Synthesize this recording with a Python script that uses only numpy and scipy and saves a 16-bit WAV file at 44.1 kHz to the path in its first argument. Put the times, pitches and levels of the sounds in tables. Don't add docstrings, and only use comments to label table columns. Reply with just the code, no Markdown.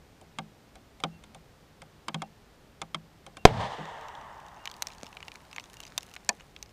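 import sys
import numpy as np
from scipy import signal
from scipy.fft import rfft, irfft
from scipy.io import wavfile
from scipy.ndimage import uniform_filter1d

SR = 44100
rng = np.random.default_rng(int(sys.argv[2]) if len(sys.argv) > 2 else 0)


def wav_record(signal):
    frames = np.transpose(np.atleast_2d(signal))
    bounded = np.clip(frames, -1, 1)
    quanta = np.round(bounded * 32767).astype(np.int16)
    wavfile.write(sys.argv[1], SR, quanta)


N = 296352
T = np.arange(N) / SR
HIT_T = np.arange(16384) / SR
TOP_HZ = 15200


def undb(db):
    return 10 ** (np.asarray(db) / 20)


def unit(x):
    return x / np.sqrt(np.mean(x ** 2))


def unit_hit(x):
    return x / np.sqrt(np.sum(x ** 2) / (SR / 100))


def at_hz(points, hz):
    f, value = np.transpose(points)
    return np.interp(np.log(hz + 1e-9), np.log(f), value)


def colour(x, points):
    hz = np.fft.rfftfreq(len(x), 1 / SR) + 1e-3
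    low_skirt = np.minimum(hz / points[0][0], 1) ** 2
    high_skirt = np.minimum(points[-1][0] / hz, 1) ** 2
    gain = undb(at_hz(points, hz)) * low_skirt * high_skirt
    return unit(irfft(rfft(x) * gain, len(x)))


def bandpass(x, low_hz, high_hz):
    edges = [low_hz, min(high_hz, .45 * SR)]
    return signal.sosfilt(signal.butter(2, edges, "band", fs=SR, output="sos"), x)


def decay(t, t60):
    return np.exp(-np.log(1000) * t / t60)


def fading(x, t60_at):
    t, spectrum = np.arange(len(x)) / SR, rfft(x)
    octave = np.clip(np.log2(np.fft.rfftfreq(len(x), 1 / SR) + 1), 7, 14)
    out = 0
    for k in range(7, 15):
        band = irfft(spectrum * np.maximum(1 - abs(octave - k), 0), len(x))
        out = out + band * decay(t, t60_at(2. ** k))
    return out


def ring(modes, detune, scatter_db=0):
    out = 0
    for hz, db, t60 in modes:
        sharp, louder = rng.standard_normal(2)
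        gain = undb(db + scatter_db * louder)
        tone = np.sin(2 * np.pi * hz * (1 + detune * sharp) * HIT_T)
        out = out + gain * tone * decay(HIT_T, t60)
    return out


def crack(points, t60, damping, treble_db=0):
    tilted = [(hz, db + treble_db * np.clip(np.log2(hz / 3500), 0, 1)) for hz, db in points]
    noise = colour(rng.standard_normal(len(HIT_T)), tilted)
    return unit_hit(fading(noise, lambda hz: t60 * (2000 / hz) ** damping))


def walk(rate):
    k = int(SR / rate)
    steps = np.repeat(rng.standard_normal(N // k + 1), k)
    return unit(uniform_filter1d(steps, k)[:N])


def swell(t, peak_s, rise_db_per_s, fall_db_per_s):
    return np.where(t < peak_s, (t - peak_s) * rise_db_per_s, (peak_s - t) * fall_db_per_s)


def add(out, s, x):
    i = int(s * SR)
    out[i:i + len(x)] += x[:N - i]


# frequency in Hz, relative level in dB.
AIR_SPECTRUM = [(12, -38), (20, -7.5), (49, -1.5), (158, -5), (337, -11), (376, -9.5), (409, -10.5),
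                (779, -15), (847, -14.5), (947, -17), (1610, -20), (4930, -27), (8380, -33.5), (13900, -41),
                (15900, -42.5)]
AIR_DB = -57
WHINE_HZ, WHINE_DB = 13908, -81.5


def background(waver_db=.2):
    air = colour(rng.standard_normal(N), AIR_SPECTRUM) * undb(AIR_DB + waver_db * walk(3.8))
    whine_hz = WHINE_HZ + 8 * walk(40)
    return air + undb(WHINE_DB) * np.sin(2 * np.pi * np.cumsum(whine_hz) / SR)


# start in seconds, starting frequency in Hz, peak level in dB.
WHISTLES = [(1.11, 2745, -62), (2.19, 2760, -61), (3.36, 2770, -58), (4.585, 2825, -60), (5.76, 2810, -62)]
WHISTLE_S, WHISTLE_SAG_HZ = .078, 40


def bird():
    out = np.zeros(N)
    u = np.linspace(0, 1, int(WHISTLE_S * SR))
    envelope = np.sqrt(abs(np.sin(np.pi * u)))
    for s, start_hz, db in WHISTLES:
        hz = start_hz - WHISTLE_SAG_HZ * u ** 2
        add(out, s, undb(db) * np.sin(2 * np.pi * np.cumsum(hz) / SR) * envelope)
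    return out


POP_S = 3.4523
# frequency in Hz, relative level in dB.
ECHO_SPECTRUM = [(180, -46.5), (300, -33.5), (410, -12), (447, -9.5), (586, -7.5), (675, -10), (885, -7.5),
                 (1460, -20), (1880, -13.5), (2430, -27), (2840, -18), (3670, -16.5), (4950, -30),
                 (7070, -36), (9000, -45), (11700, -69), (19800, -120)]
# frequency in Hz, t60 in seconds.
ECHO_T60 = [(300, 2.9), (600, 1.63), (1000, 5.17), (2000, 3), (4000, 1.3), (9000, 3.1)]


def forest_echo(db=-33, rise_s=0.29):
    tail = fading(colour(rng.standard_normal(N), ECHO_SPECTRUM), lambda hz: at_hz(ECHO_T60, hz))
    build_up = 1 - np.exp(-(T / rise_s) ** 2)
    out = np.zeros(N)
    add(out, POP_S, tail * build_up * undb(db + .5 * walk(70.2)))
    return out


# time in seconds, boiling level in dB (fizz and snaps add offsets).
BOILING = [(3.9, -67), (4.14, -66.5), (4.6, -70.5), (4.87, -59), (5.01, -67.5), (5.98, -60.5), (6.5, -69),
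           (6.7, -72)]
BOIL_START_S, BOIL_ATTACK_S = 4.2, 0.49


def fizz_db(t):
    return np.interp(t, *np.transpose(BOILING))


# frequency in Hz, relative level in dB.
FIZZ_SPECTRUM = [(700, 9), (1500, -1.5), (2800, -5), (6000, -9.5), (9000, -12), (13000, -22),
                 (16000, -16.5)]


def fizz(db=3, per_s=100, spread_db=5.0, tail_s=0.00061, hiss_db=-4):
    grains = 0
    for hz in np.geomspace(2000, 11000, num=5):
        size = np.minimum(rng.exponential(size=N), 5)
        bursts = (rng.random(N) < per_s / SR) * undb(spread_db * size) * rng.choice([-1, 1], N)
        puff = rng.standard_normal(len(HIT_T)) * np.exp(-HIT_T / tail_s)
        smear = unit_hit(bandpass(puff, hz / 1.56, hz * 1.67))
        grains = grains + np.sqrt(hz) * signal.fftconvolve(bursts, smear)[:N]
    gas = colour(unit(grains) + undb(hiss_db) * rng.standard_normal(N), FIZZ_SPECTRUM)
    attack = np.clip((T - BOIL_START_S) / BOIL_ATTACK_S, 0, 1)
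    return gas * undb(fizz_db(T) + db) * attack


# frequency in Hz, relative level in dB.
SNAP_SPECTRUM = [(180, -75), (300, -2), (993, 1.5), (1580, -8), (2740, 3), (3290, -5), (3880, 1),
                 (4980, -3.5), (5980, 7), (7800, -1.5), (8480, -2.5), (10700, -17.5), (14000, -16.5),
                 (15200, -22), (15900, -51.5)]
SNAP_T60_S, NOTE_T60_S = 0.015, 0.014


def snap(hz, treble_db, ring_db=-4, edge_db=-13, edge_t60_s=.005):
    edge_noise = rng.standard_normal(len(HIT_T)) * decay(HIT_T, edge_t60_s)
    edge = unit_hit(bandpass(edge_noise, 10800, 16700))
    click = bandpass(crack(SNAP_SPECTRUM, SNAP_T60_S, 0.55, treble_db), 1060, 11800)
    note = unit_hit(ring([(hz, 0, NOTE_T60_S)], 0.005) * (1 - np.exp(-HIT_T / 0.0001)))
    return undb(edge_db + treble_db) * edge + click + undb(ring_db) * note


FAINT_PER_S, FAINT_OVER_FIZZ_DB, FAINT_SPREAD_DB, FAINT_TREBLE_DB = 22, 7, 5.5, -6
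FAINT_LOW_HZ, FAINT_HIGH_HZ = 2220, 6640


def faint_crackles():
    out = np.zeros(N)
    span = T[-1] - BOIL_START_S
    for when, pitch, size in rng.random((int(FAINT_PER_S * span), 3)):
        s = BOIL_START_S + when * span
        db = fizz_db(s) + FAINT_OVER_FIZZ_DB + FAINT_SPREAD_DB * (2 * size - 1)
        hz = FAINT_LOW_HZ * (FAINT_HIGH_HZ / FAINT_LOW_HZ) ** pitch
        add(out, s, undb(db) * snap(hz, FAINT_TREBLE_DB))
    return out


# start in seconds, level in dB,
# note frequency in Hz, treble level in dB (crackles() offsets both levels).
CRACKLES = [(3.855, -40, 2270, -66), (4.0117, -48, 2500, -61), (4.0842, -41, 3800, -62),
            (4.152, -39.5, 3360, -72), (4.6558, -28.5, 2330, -49), (4.6746, -27, 3030, -58),
            (4.7144, -37.5, 3220, -50), (4.8224, -19, 3950, -34), (4.87, -28.5, 5430, -45.5),
            (4.903, -43, 2390, -69), (5.0663, -38.5, 5300, -65), (5.1282, -39, 2590, -71),
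            (5.1692, -33, 2350, -72), (5.2042, -36.5, 2280, -70), (5.2277, -34.5, 2870, -65),
            (5.2819, -30.5, 2780, -60), (5.3178, -39, 2400, -64), (5.3562, -38, 2420, -62),
            (5.5294, -37, 2640, -61), (5.5626, -33.5, 2600, -55), (5.5823, -27.5, 2220, -74),
            (5.5978, -33, 2770, -60), (5.8032, -35, 2900, -45), (5.9787, -17.5, 3650, -23),
            (6.1388, -38.5, 2930, -43.5), (6.1641, -32, 2190, -64), (6.4077, -41.5, 2860, -72),
            (6.564, -37, 3250, -68), (6.627, -32.5, 6350, -48.5)]
SECOND_STEP_DB, SECOND_STEP_S = -14, .003


def crackles(crack_db=-10, bright_db=15):
    out = np.zeros(N)
    for s, db, hz, treble in CRACKLES:
        tilt_db = min(treble - db + bright_db, 0)
        add(out, s, undb(db + crack_db) * snap(hz, tilt_db))
        second_s = s + SECOND_STEP_S * (.5 + rng.random())
        add(out, second_s, undb(db + crack_db + SECOND_STEP_DB) * snap(hz, tilt_db))
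    return out


# start in seconds, level in dB, lowest and highest frequency
# in Hz, click t60 at 2 kHz in seconds, ring level relative to the click in dB.
KNOCKS = [(3.783, -36.5, 150, 695, 0.049, -21), (5.0324, -39.5, 110, 6200, 0.0033, -30.5),
          (6.2907, -31.5, 466, 9000, 0.041, 7.5), (6.2916, -20, 643, 9100, 0.025, -12.5)]
# frequency in Hz, relative level in dB.
KNOCK_SPECTRUM = [(150, -3.5), (950, 4.5), (1400, -17), (1800, -0.5), (2500, -10), (3400, -9.5), (4500, -3),
                  (6000, 3.5), (8800, 5), (10500, -6.5)]
# frequency in Hz, relative level in dB, t60 in seconds.
KNOCK_MODES = [(213, 0.5, 0.066), (520, -21, 0.08), (613, -6, 0.035), (704, 3.5, 0.053), (816, -6, 0.065),
               (910, 2.5, 0.028), (958, 4.5, 0.052), (1050, -20, .03), (1770, 10, 0.027),
               (2485, 6.5, 0.024), (4430, 0, 0.03)]


def knocks():
    out = np.zeros(N)
    for s, db, low_hz, high_hz, t60, ring_db in KNOCKS:
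        contact = bandpass(crack(KNOCK_SPECTRUM, t60, 0.82), low_hz, high_hz)
        click = unit_hit(bandpass(contact, low_hz, TOP_HZ))
        struck = ring(KNOCK_MODES, 0.0084) * (1 - np.exp(-HIT_T / 0.0011))
        hollow = unit_hit(bandpass(struck, 365, 4800))
        add(out, s, undb(db) * (click + undb(ring_db) * hollow))
    return out


# frequency in Hz, relative level in dB, t60 in seconds.
BOTTLE_MODES = [(161.4, 3, 0.31), (167, -11.5, 0.24), (210, -2.5, 0.33), (344, -11, 0.11), (398, -11, 0.12),
                (491, -5.5, 0.082), (545, -0.5, 0.079), (604, -2, 0.049), (685, -0.5, 0.069),
                (776.5, 4, 0.068), (828.6, -4, 0.075), (912, 2.5, 0.026), (920, -3, 0.02),
                (1020, -6, 0.014), (1173, -8, 0.033), (1210, -3, 0.028), (1330, -18, 0.011),
                (1610, -2, 0.012), (2270, -29, 0.033), (3140, 0.5, 0.029)]
TOPPLE_S, TOPPLE_DB, TOPPLE_BUILD_S = 3.79, -34.5, .012
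TOPPLE_RING_SHARE = 0.72


def topple(tilt_db=-5, detune=.04):
    lowest_hz = BOTTLE_MODES[0][0]
    modes = [(hz, db + tilt_db * np.log2(hz / lowest_hz), t60 * TOPPLE_RING_SHARE)
             for hz, db, t60 in BOTTLE_MODES]
    out = np.zeros(N)
    build_up = 1 - np.exp(-HIT_T / TOPPLE_BUILD_S)
    add(out, TOPPLE_S, undb(TOPPLE_DB) * ring(modes, detune) * build_up)
    return out


# start in seconds, crack level in dB, whole-bottle boom
# level in dB, wall ring level in dB (ticks() adds an offset to each level).
TICKS = [(0.2124, -53, -58, -48.5), (0.386, -30, -42, -35.5), (0.7546, -47.5, -61, -49),
         (1.0015, -46, -56, -50), (1.037, -22, -36.5, -26.5), (1.2377, -46.5, -60, -60),
         (1.3466, -45, -53.5, -44), (1.8183, -43, -55, -46), (2.0824, -26.5, -47, -38),
         (2.144, -28, -33.5, -36), (2.2191, -31.5, -74, -31), (2.8163, -29.5, -47, -40),
         (2.9454, -26, -42, -55), (3.2644, -43.5, -59, -44), (3.3688, -38.5, -57, -48)]
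# frequency in Hz, relative level in dB.
TICK_SPECTRUM = [(290, -4), (500, -16.5), (668, -7.5), (1140, 2), (1380, -4), (1570, 0), (1920, -14),
                 (2130, 3), (2890, -7.5), (3480, 3), (4080, -5.5), (9330, -7), (15900, -43)]
SLIP_REF_DB, SLIP_TREBLE_DB, SLIP_DULLING = -38.5, 2, 0.47


def ticks(crack_db=-3, boom_db=0, wall_db=2.5, body_db=-5, rise_s=0.00072, swell_s=0.0057):
    out = np.zeros(N)
    for s, db, boom, wall in TICKS:
        blow = [(226, boom + boom_db), (660, wall + wall_db), (950, wall + wall_db), (1150, db + body_db)]
        modes = [(hz, gain + at_hz(blow, hz), t60) for hz, gain, t60 in BOTTLE_MODES]
        quick = ring([m for m in modes if m[0] > 1050], 0.014, scatter_db=3.0)
        slow = ring([m for m in modes if m[0] <= 1050], 0.011, scatter_db=2.0)
        treble = SLIP_TREBLE_DB - SLIP_DULLING * (db - SLIP_REF_DB)
        slip = undb(db + crack_db) * crack(TICK_SPECTRUM, 0.035, 0.65, treble)
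        sharp_onset = (slip + quick) * (1 - np.exp(-HIT_T / rise_s))
        add(out, s, sharp_onset + slow * (1 - np.exp(-HIT_T / swell_s)))
    return out


# frequency in Hz, relative level in dB.
JET_SPECTRUM = [(150, -49.5), (250, -13), (358, -16.5), (397, -4.5), (448, -6.5), (652, -0.5), (904, 2.5),
                (1410, -14.5), (1820, -9), (2610, -19), (3160, -13.5), (8820, -36.5), (11800, -51.5),
                (15000, -75.5)]
# frequency in Hz, relative level in dB.
FLUTTER_SPECTRUM = [(25, -6.5), (70, -8), (105, 2), (170, -2.5), (240, -8), (330, -31)]
JET_PEAK_S, JET_DB, JET_RISE_DB_PER_S, JET_FALL_DB_PER_S = 3.63, -34.5, 40, 95
FLUTTER_DB, FLUTTER_SAG_DB_PER_S, FLUTTER_FALL_DB_PER_S = -38.5, 34, 173


def jet(attack_s=.008, gust_db=2.0, gusts_per_s=60):
    rush = JET_DB + swell(T, JET_PEAK_S, JET_RISE_DB_PER_S, JET_FALL_DB_PER_S)
    flutter = FLUTTER_DB + swell(T, JET_PEAK_S, -FLUTTER_SAG_DB_PER_S, FLUTTER_FALL_DB_PER_S)
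    hiss = colour(rng.standard_normal(N), JET_SPECTRUM) * undb(rush + gust_db * walk(gusts_per_s))
    low = colour(rng.standard_normal(N), FLUTTER_SPECTRUM) * undb(flutter + gust_db * walk(gusts_per_s))
    return np.clip((T - POP_S) / attack_s, 0, 1) * (hiss + low)


# frequency in Hz, relative level in dB,
# t60 in seconds.
POP_MODES = [(165, 16, 0.01), (354, 19.5, 0.0097), (422.5, 9, 0.02), (729, 21, 0.012), (1014, 22, 0.0097),
             (1303, 16, 0.0095), (2190, 14, 0.0054)]
POP_DB = 0.5
# frequency in Hz, relative level in dB.
RIP_SPECTRUM = [(1000, -5.5), (2500, -3.5), (5000, 3.5), (9000, -6.5), (15000, -26.5)]
NEAR_SPECTRUM = [(50, -11.0), (130, -1.5), (230, 2.0), (320, -4.5), (450, 0.5), (750, 1.5), (1300, -12.5),
                 (2300, -12.5), (3500, -15.0), (5000, -24.5), (9000, -35.5)]


def pop(push_s=0.0049, push_db=0, rise_s=0.000572, rip_db=-19, near_db=-19):
    shock = (1 - HIT_T / push_s) * np.exp(-HIT_T / push_s)
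    swinging = ring(POP_MODES, 0.0026) + undb(push_db) * shock
    blast = -undb(POP_DB) * swinging * (1 - np.exp(-HIT_T / rise_s))
    rip = undb(rip_db) * crack(RIP_SPECTRUM, .028, 0.23)
    near = undb(near_db) * crack(NEAR_SPECTRUM, 0.18, .12)
    out = np.zeros(N)
    add(out, POP_S, blast + rip + near)
    return out


def scene():
    burst = pop() + jet() + forest_echo() + topple()
    afterwards = crackles() + faint_crackles() + knocks() + fizz()
    return (ticks() + burst + afterwards + bird() + background())[None]


def record(dry):
    clipped = dry / (1 + dry ** 6) ** (1 / 6)
    return signal.sosfilt(signal.ellip(8, .1, 70, TOP_HZ, fs=SR, output="sos"), clipped)


dry = scene()
out = record(dry)
wav_record(out)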